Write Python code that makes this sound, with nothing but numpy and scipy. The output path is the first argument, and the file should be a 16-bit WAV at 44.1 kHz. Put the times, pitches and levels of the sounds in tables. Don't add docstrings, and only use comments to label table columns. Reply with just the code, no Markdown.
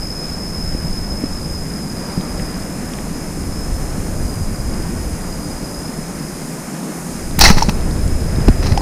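import sys
import numpy as np
from scipy import signal
from scipy.fft import rfft, irfft
from scipy.io import wavfile

SR = 44100
rng = np.random.default_rng(int(sys.argv[2]) if len(sys.argv) > 2 else 0)


def generate_wav(signal):
    frames = np.transpose(np.atleast_2d(signal))
    scaled = np.clip(frames, -1, 1) * 32767
    pcm = np.round(scaled).astype(np.int16)
    wavfile.write(sys.argv[1], SR, pcm)


def linear_from_db(decibels):
    return 10 ** (np.asarray(decibels, float) / 20)


N = 388521

# (frequency [Hz], level per Hz [dB])
RUMBLE_SPECTRUM = [(90, -45), (110, -42), (138, -4.5), (161, 0), (300, -7.5), (400, -13), (625, -16),
                   (960, -20.5), (1600, -24), (2400, -28.5), (3000, -35), (3500, -37), (4500, -35.5)]
# (time [s], gain on the rumble [dB])
SLEEVE_STIR = [
    (1.85, -1.5),
    (2.1, 1),
    (3.1, 0.3),
    (3.6, -0.5),
]
# (frequency [Hz], level per Hz [dB])
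LEAF_SPECTRUM = [(2500, -54), (3600, -18), (4600, -3.5), (5500, -2), (6700, 2.5), (7800, -2), (9500, 2.5),
                 (11000, -4.5), (12400, -7.5), (14700, -11.5), (15800, -33)]
# (frequency [Hz], level per Hz [dB])
WIND_SPECTRUM = [(10, -5.5), (20, 5), (40, 0), (74, -1), (117, -7), (200, -18.5), (400, -22), (800, -33)]
# (time [s], level [dB])
BREEZE = [(0, -21.5), (.2, -29.5), (.86, -22.5), (1.4, -26), (2.11, -31.5), (2.5, -25), (2.7, -29.5),
          (3.3, -27), (3.45, -21.5), (3.8, -21), (4.3, -20), (5.05, -22), (5.2, -25.5), (5.72, -32),
          (6.43, -37), (6.94, -48), (7.3, -23.5), (8.81, -24)]
# (time [s], level [dB])
BODY_MOTION = [(7.25, -61), (7.41, -14), (7.63, -18), (7.75, -18.5), (8.4, -17), (8.51, -13.5), (8.56, -22),
               (8.66, -11.5), (8.81, -19)]
# (time [s], cricket gain [dB])
BODY_TURN = [(0, 0.5), (1.3, -0.5), (1.9, -3.5), (2.55, -6), (3.0, -11), (3.6, -8), (4.05, -12.5),
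             (4.6, -11.5), (5.15, -12.5), (5.85, -8.5), (6.4, -13), (7.1, -15.5), (7.75, -10), (8.2, -8),
             (8.81, -4.5)]
# (time [s], upper pitch [Hz], lower pitch [Hz], upper louder by [dB])
NEAR_SONG = [(0, 5136, 5060, -3), (.45, 5204, 5090, 3), (.8, 5177, 5035, -2), (1.3, 5196, 5104, -4),
             (1.75, 5140, 5030, -1), (2.1, 5150, 4920, -1), (2.6, 5174, 5060, 3), (3.1, 5190, 5070, -1),
             (3.55, 5260, 5100, -5), (3.9, 5210, 5140, 2), (4.3, 5100, 5010, -8), (5.0, 5180, 5110, -8),
             (5.3, 5090, 4965, -3), (5.95, 5155, 5075, 1), (6.75, 5250, 5160, -6), (7.4, 5150, 5010, -2),
             (8.0, 5165, 5050, 1), (8.6, 5120, 4970, 1)]
# (start [s], end [s], start pitch [Hz], end pitch [Hz], level [dB])
FAR_PHRASES = [
    (0.25, 0.651, 4930, 4930, -43),
    (1.25, 1.648, 4900, 5000, -40),
    (1.905, 2.256, 4910, 4830, -45),
    (2.284, 2.75, 4900, 5030, -43),
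    (3.041, 3.993, 4870, 5140, -46),
    (4.097, 5.099, 4910, 5030, -43.5),
    (5.1, 6.096, 4900, 5040, -44),
    (6.1, 6.597, 4980, 4920, -45.5),
    (7.05, 7.401, 4950, 4920, -49),
    (8.401, 8.81, 4900, 4950, -45),
]
# (time [s], peak level [dB], lowest [Hz], highest [Hz])
TICKS = [(2.21, -20, 800, 4500), (2.397, -20, 1490, 2600), (2.936, -22, 1400, 4500),
         (2.937, -24, 5300, 5900), (2.987, -22, 1400, 2967), (7.311, -23, 1510, 6500),
         (8.644, -21.5, 1200, 6500), (8.668, -20.5, 1200, 6500), (7.41, 0, 1500, 13980),
         (7.4385, -10, 1000, 12000), (7.503, -5, 800, 11000), (7.626, -7, 5000, 5940),
         (7.623, -14, 600, 4000), (7.628, -14, 1520, 12100), (7.689, -13, 500, 2200),
         (7.697, -20, 1500, 9000), (7.81, -23, 3530, 7000), (7.91, -27, 3800, 5000),
         (7.965, -31, 3770, 4780), (8.078, -20, 6970, 8260), (8.078, -23, 3000, 6000),
         (8.242, -34, 3500, 6000), (8.296, -36, 3500, 5900), (8.36, -22, 3600, 5100),
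         (8.406, -20, 500, 2600), (8.454, -36, 3470, 6000), (8.723, -19, 1200, 2400),
         (8.485, -10.5, 1200, 9000), (8.776, -10.5, 1000, 7600)]
# (time [s], peak level [dB], pitch [Hz])
HAND_BUMPS = [(.748, -10, 248.4), (0.846, -16, 149), (1.2379, -7.5, 250), (1.659, -19, 178.4),
              (2.176, -7, 175), (2.197, -12.5, 177), (2.349, -20, 181.3), (3.373, -15, 300),
              (3.48, -20, 218), (3.98, -10, 191.8), (5.893, -16.5, 220.7), (7.092, -14, 198),
              (7.382, -7, 173), (7.5025, 5, 196), (7.57, -8, 162), (7.684, -3.5, 199), (7.688, -14.5, 550),
              (7.694, -19, 109.6), (8.385, -8, 203), (8.408, -10.5, 120.6), (8.481, 1, 421),
              (8.4858, 2.5, 250), (8.487, -7, 600), (8.641, -13, 111)]
# (time [s], peak level [dB], pitch [Hz])
ARM_THUMPS = [
    (8.497, 3, 72),
    (8.668, -4, 90),
    (8.721, 0.5, 75),
]
# (time [s], peak level [dB], pitch [Hz], t60 [s], direction [+1 or -1])
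ARM_JOLTS = [
    (7.401, 6.5, 39, .05, 1),
    (7.427, 1, 34, 0.18, -1),
    (7.466, -1.5, 16, 0.57, 1),
    (7.52, 2.5, 15.7, 0.46, -1),
    (8.476, 9.5, 51, 0.071, -1),
]
# (time [s], low ring [dB], low ring pitch [Hz], high rings [dB], pitch struck best [Hz])
FRAME_KNOCKS = [
    (7.4145, 7, 870, -9, 5300),
    (7.4385, -1, 980, -5, 5850),
    (7.446, -2, 1000, -14, 4390),
    (7.4545, 0, 2050, -14, 5450),
    (7.462, -1, 1950, -14, 4390),
    (7.5015, -3, 950, -16, 5100),
    (7.623, 2, 900, -10, 5500),
    (8.776, -4, 800, -17, 4800),
    (8.807, -20, 900, -24, 4000),
]
# (pitch [Hz], level [dB], t60 [s])
FRAME_RINGS = [(4390, -1, .022), (5100, -1, .02), (5450, 0, .035), (5850, 0, .02), (6400, 0, .016)]
# (pitch [Hz], width [Hz], level [dB])
FORK_LOW_RINGS = [(849, 138, 10.5), (1030, 120, -13), (1320, 100, 2), (1815, 200, 3), (2030, 180, 4),
                  (2290, 123, -4), (2600, 170, 1.5)]
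# (pitch [Hz], width [Hz], level [dB])
FORK_HIGH_RINGS = [(3980, 124, -3.5), (4260, 100, -4), (4500, 210, -5.5), (4660, 130, -7), (5220, 180, -3),
                   (5630, 97, -5), (5900, 120, -4), (6470, 160, -11.5)]
# (time [s], level [dB], t60 [s], low ring [dB])
LINE_RATTLE = [(7.416, -8, 0.12, -12), (7.446, -14.5, 0.17, -1.5), (7.455, -13, 0.13, -7.5),
               (7.464, -17, 0.19, -3), (7.476, -17, 0.27, -2), (7.556, -38, .13, 1), (7.570, -28.5, .1, 6),
               (7.579, -24, 0.087, 0.5), (7.605, -28, .34, -3), (7.685, -28.5, .065, -4),
               (8.626, -30.5, .13, 4.5), (8.638, -33, .08, -3), (8.658, -27, 0.083, -2),
               (8.666, -27, 0.058, 1), (8.69, -33, 0.2, -4), (8.718, -26.5, 0.036, 3)]
# (time [s], level [dB], t60 [s], low ring [dB], bright crack [dB])
BAND_SLAPS = [
    (7.385, -26, .03, 9, -12),
    (7.388, -19, 0.021, 11, -3),
    (7.391, -6.5, 0.0095, -10, 11),
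    (7.398, -13, 0.13, -6, -12),
    (7.409, 3, 0.046, -1.5, -14),
    (7.437, -0.5, 0.068, 1, -30),
    (7.4998, -8.5, 0.031, 6.5, -22),
    (7.692, -22, 0.027, 8, -4),
    (8.477, -30, 0.046, 7, -25),
    (8.482, -26, 0.019, 14, -6),
]


def unit(x):
    return x / np.sqrt(np.mean(x ** 2) + 1e-20)


def in_time(rows):
    s, *columns = np.transpose(rows)
    return [np.interp(np.arange(N) / SR, s, column) for column in columns]


def drift(rate):
    r = np.exp(-80 * np.pi * rate / SR)
    noise = rng.standard_normal(N // 40 + 2002)
    slow = signal.lfilter([1], [1, -2 * r, r * r], noise)[2000:]
    return np.interp(np.arange(N) / 40, np.arange(len(slow)), unit(slow))


def coloured(spectrum, patchy_db, rate):
    hz = np.fft.rfftfreq(N + 1, 1 / SR) + 1
    points = np.array(spectrum)
    level_db = np.interp(np.log(hz), np.log(points[:, 0]), points[:, 1], left=-90, right=-90)
    shaped = rfft(rng.standard_normal(N + 1)) * linear_from_db(level_db)
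    out, together = 0, drift(rate / 4)
    for octave in range(int(np.log2(points[0, 0])), int(np.log2(points[-1, 0])) + 2):
        share = np.clip(1 - abs(np.log2(hz) - octave), 0, 1)
        flicker = linear_from_db(patchy_db * (0.34 * together + drift(rate)))
        out = out + irfft(shaped * share, N + 1)[:N] * flicker
    return unit(out)


def add_ring(out, s, db, hz, t60, rise=0.):
    i = round(s * SR)
    t = np.arange(min(N - i, int(1.5 * t60 * SR))) / SR
    onset = 1 - np.exp(-t * hz / (rise + 1e-3))
    out[i:i + len(t)] += linear_from_db(db - 60 * t / t60) * np.sin(2 * np.pi * hz * t) * onset


def far_rumble(motion_db):
    keep = np.exp(-1 / (0.087 * SR))
    cloth = signal.lfilter([1 - keep], [1, -keep], linear_from_db(motion_db - 12))
    level = np.hypot(linear_from_db(-26 + in_time(SLEEVE_STIR)[0]), cloth)
    return level * coloured(RUMBLE_SPECTRUM, patchy_db=0.98, rate=6.0)


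def leaf_hiss(shade_db):
    return linear_from_db(-38.5 - 0.16 * shade_db) * coloured(LEAF_SPECTRUM, patchy_db=.5, rate=5.7)


def wind(motion_db):
    level = np.hypot(linear_from_db(in_time(BREEZE)[0]), linear_from_db(motion_db))
    return level * coloured(WIND_SPECTRUM, patchy_db=-2.0, rate=6.6)


def chirr(pitch_hz, pulses_hz, depth, blur_hz):
    beat = np.cos(2 * np.pi * np.cumsum(pulses_hz * (1 + 0.0599 * drift(6.78))) / SR)
    phase = 2 * np.pi * np.cumsum(pitch_hz + 8 * drift(2.95)) / SR
    tone = (1.46 + drift(blur_hz)) * np.sin(phase) + drift(blur_hz) * np.cos(phase)
    return unit(tone * (1 + depth * beat))


def far_crickets():
    t = np.arange(N) / SR
    pitch_hz, gate = np.full(N, 5000.), np.zeros(N)
    for start, end, start_hz, end_hz, level_db in FAR_PHRASES:
        on = (t >= start) & (t < end)
        along = (t[on] - start) / (end - start)
        pitch_hz[on] = start_hz + (end_hz - start_hz) * along
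        gate[on] = linear_from_db(level_db) * np.minimum(1, 6.0 * np.minimum(along, 1 - along))
    return gate * chirr(pitch_hz, pulses_hz=68.0, depth=0.84, blur_hz=30)


def near_crickets(shade_db):
    upper_hz, lower_hz, lead_db = in_time(NEAR_SONG)
    pair_db = -36.5 + shade_db
    upper = linear_from_db(pair_db + lead_db / 2) * chirr(upper_hz, pulses_hz=75, depth=0.28, blur_hz=30.6)
    lower = linear_from_db(pair_db - lead_db / 2) * chirr(lower_hz, pulses_hz=61.6, depth=0.19, blur_hz=30)
    middle_hz = (upper_hz + lower_hz) / 2
    between = linear_from_db(pair_db + 0.5) * chirr(middle_hz, pulses_hz=90, depth=1.0, blur_hz=45)
    return upper + lower + between


def ticks():
    out, t = np.zeros(N), np.arange(256) / SR
    for s, db, low_hz, high_hz in TICKS:
        grit = 0.18 * rng.standard_normal(len(t)) * np.exp(-t / 0.0013)
        contact = (t == 0) + grit
        band = signal.butter(3, [low_hz, high_hz], "band", fs=SR, output="sos")
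        burst = signal.sosfilt(band, contact)
        out[round(s * SR):][:len(t)] += linear_from_db(db - 0.5) * burst / abs(burst).max()
    return out


def bumps_and_thumps():
    out = np.zeros(N)
    for table, cycles_to_60_db in (HAND_BUMPS, 8.7), (ARM_THUMPS, 3.2):
        for s, db, hz in table:
            add_ring(out, s, db + 3.5, hz, cycles_to_60_db / hz, rise=0.15)
    return out


def arm_jolts():
    push, pull = np.zeros(N), np.zeros(N)
    for s, db, hz, t60, direction in ARM_JOLTS:
        add_ring(push if direction > 0 else pull, s, db, hz, t60, rise=0.12)
    return push - pull


def frame_knocks():
    out = np.zeros(N)
    for s, low_db, low_hz, high_db, best_hz in FRAME_KNOCKS:
        contact_s = .0018 * linear_from_db(low_db)
        add_ring(out, s - .001, low_db + 6, low_hz, .021, rise=.5 + 900 * contact_s)
        for hz, db, t60 in FRAME_RINGS:
            off_spot_db = abs(hz - best_hz) / 150
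            add_ring(out, s + contact_s, high_db + db - off_spot_db, hz, t60, rise=2.5)
    return out


def ring_fork(clicks, envelope, modes):
    out, plain = 0, 0
    for hz, width_hz, db in modes:
        r = np.exp(-np.pi * width_hz / SR)
        poles = [1, -2 * r * np.cos(2 * np.pi * hz / SR), r * r]
        struck = clicks * rng.standard_normal(len(clicks))
        pair = [struck * envelope + 1e-18, struck]
        rung = linear_from_db(db) * signal.lfilter([1 - r, 0, r - 1], poles, pair)
        out, plain = out + rung[0], plain + rung[1]
    return out / np.std(plain)


def slaps_and_rattle():
    first = round(7.3 * SR)
    t = np.arange(first, N) / SR
    low, high, crack = np.zeros((3, N - first))
    rattle = [(*row, -34) for row in LINE_RATTLE]
    for s, db, t60, low_db, crack_db in [*BAND_SLAPS, *rattle]:
        attack = np.clip((t - s) / 0.0018, 0, 1)
        fade = linear_from_db(db - 60 * np.maximum(t - s, 0) / t60) * attack
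        low += fade * linear_from_db(low_db)
        high += fade
        crack += fade * linear_from_db(crack_db)
    clicks = linear_from_db(5.9 * np.minimum(rng.exponential(1, N - first), 5))
    clicks *= linear_from_db(drift(200)[first:])
    noise = rng.standard_normal((3, N - first)) * np.sqrt(clicks)
    thud = linear_from_db(-3.0) * low * unit(signal.lfilter([1], [1, -.9], noise[2]))
    treble = signal.butter(2, 6500, "high", fs=SR, output="sos")
    bright, bright_other = crack * unit(signal.sosfilt(treble, noise[:2]))
    low_rings = linear_from_db(-1.0) * ring_fork(clicks, low, FORK_LOW_RINGS)
    high_rings = ring_fork(clicks, high, FORK_HIGH_RINGS)
    mid = low_rings + thud + high_rings + bright
    return np.pad([mid, bright_other], ((0, 0), (first, 0)))


def scene():
    (motion_db,), (shade_db,) = in_time(BODY_MOTION), in_time(BODY_TURN)
    hiss, hiss_other = leaf_hiss(shade_db), leaf_hiss(shade_db)
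    shot, shot_other = slaps_and_rattle()
    mid = far_rumble(motion_db) + hiss + wind(motion_db)
    mid += far_crickets() + near_crickets(shade_db)
    mid += ticks() + bumps_and_thumps() + arm_jolts() + frame_knocks() + shot
    side = linear_from_db(-2.5) * hiss_other + linear_from_db(-12) * shot_other + linear_from_db(-10) * shot
    treble = signal.ellip(5, .3, 40, (11300, 15400), "band", fs=SR, output="sos")
    side = signal.sosfiltfilt(treble, side)
    side += linear_from_db(-8) * shot_other
    return np.array([mid + side, mid - side])


def band_limit(x):
    return signal.sosfilt(signal.butter(12, 16220, fs=SR, output="sos"), x)


def record(dry):
    clipped = np.clip(dry, -.99, .99)
    low_pass = signal.cheby2(10, 40, 16350, fs=SR, output="sos")
    mix = signal.sosfilt(low_pass, clipped)
    return band_limit(mix)


dry = scene()
out = record(dry)
generate_wav(out)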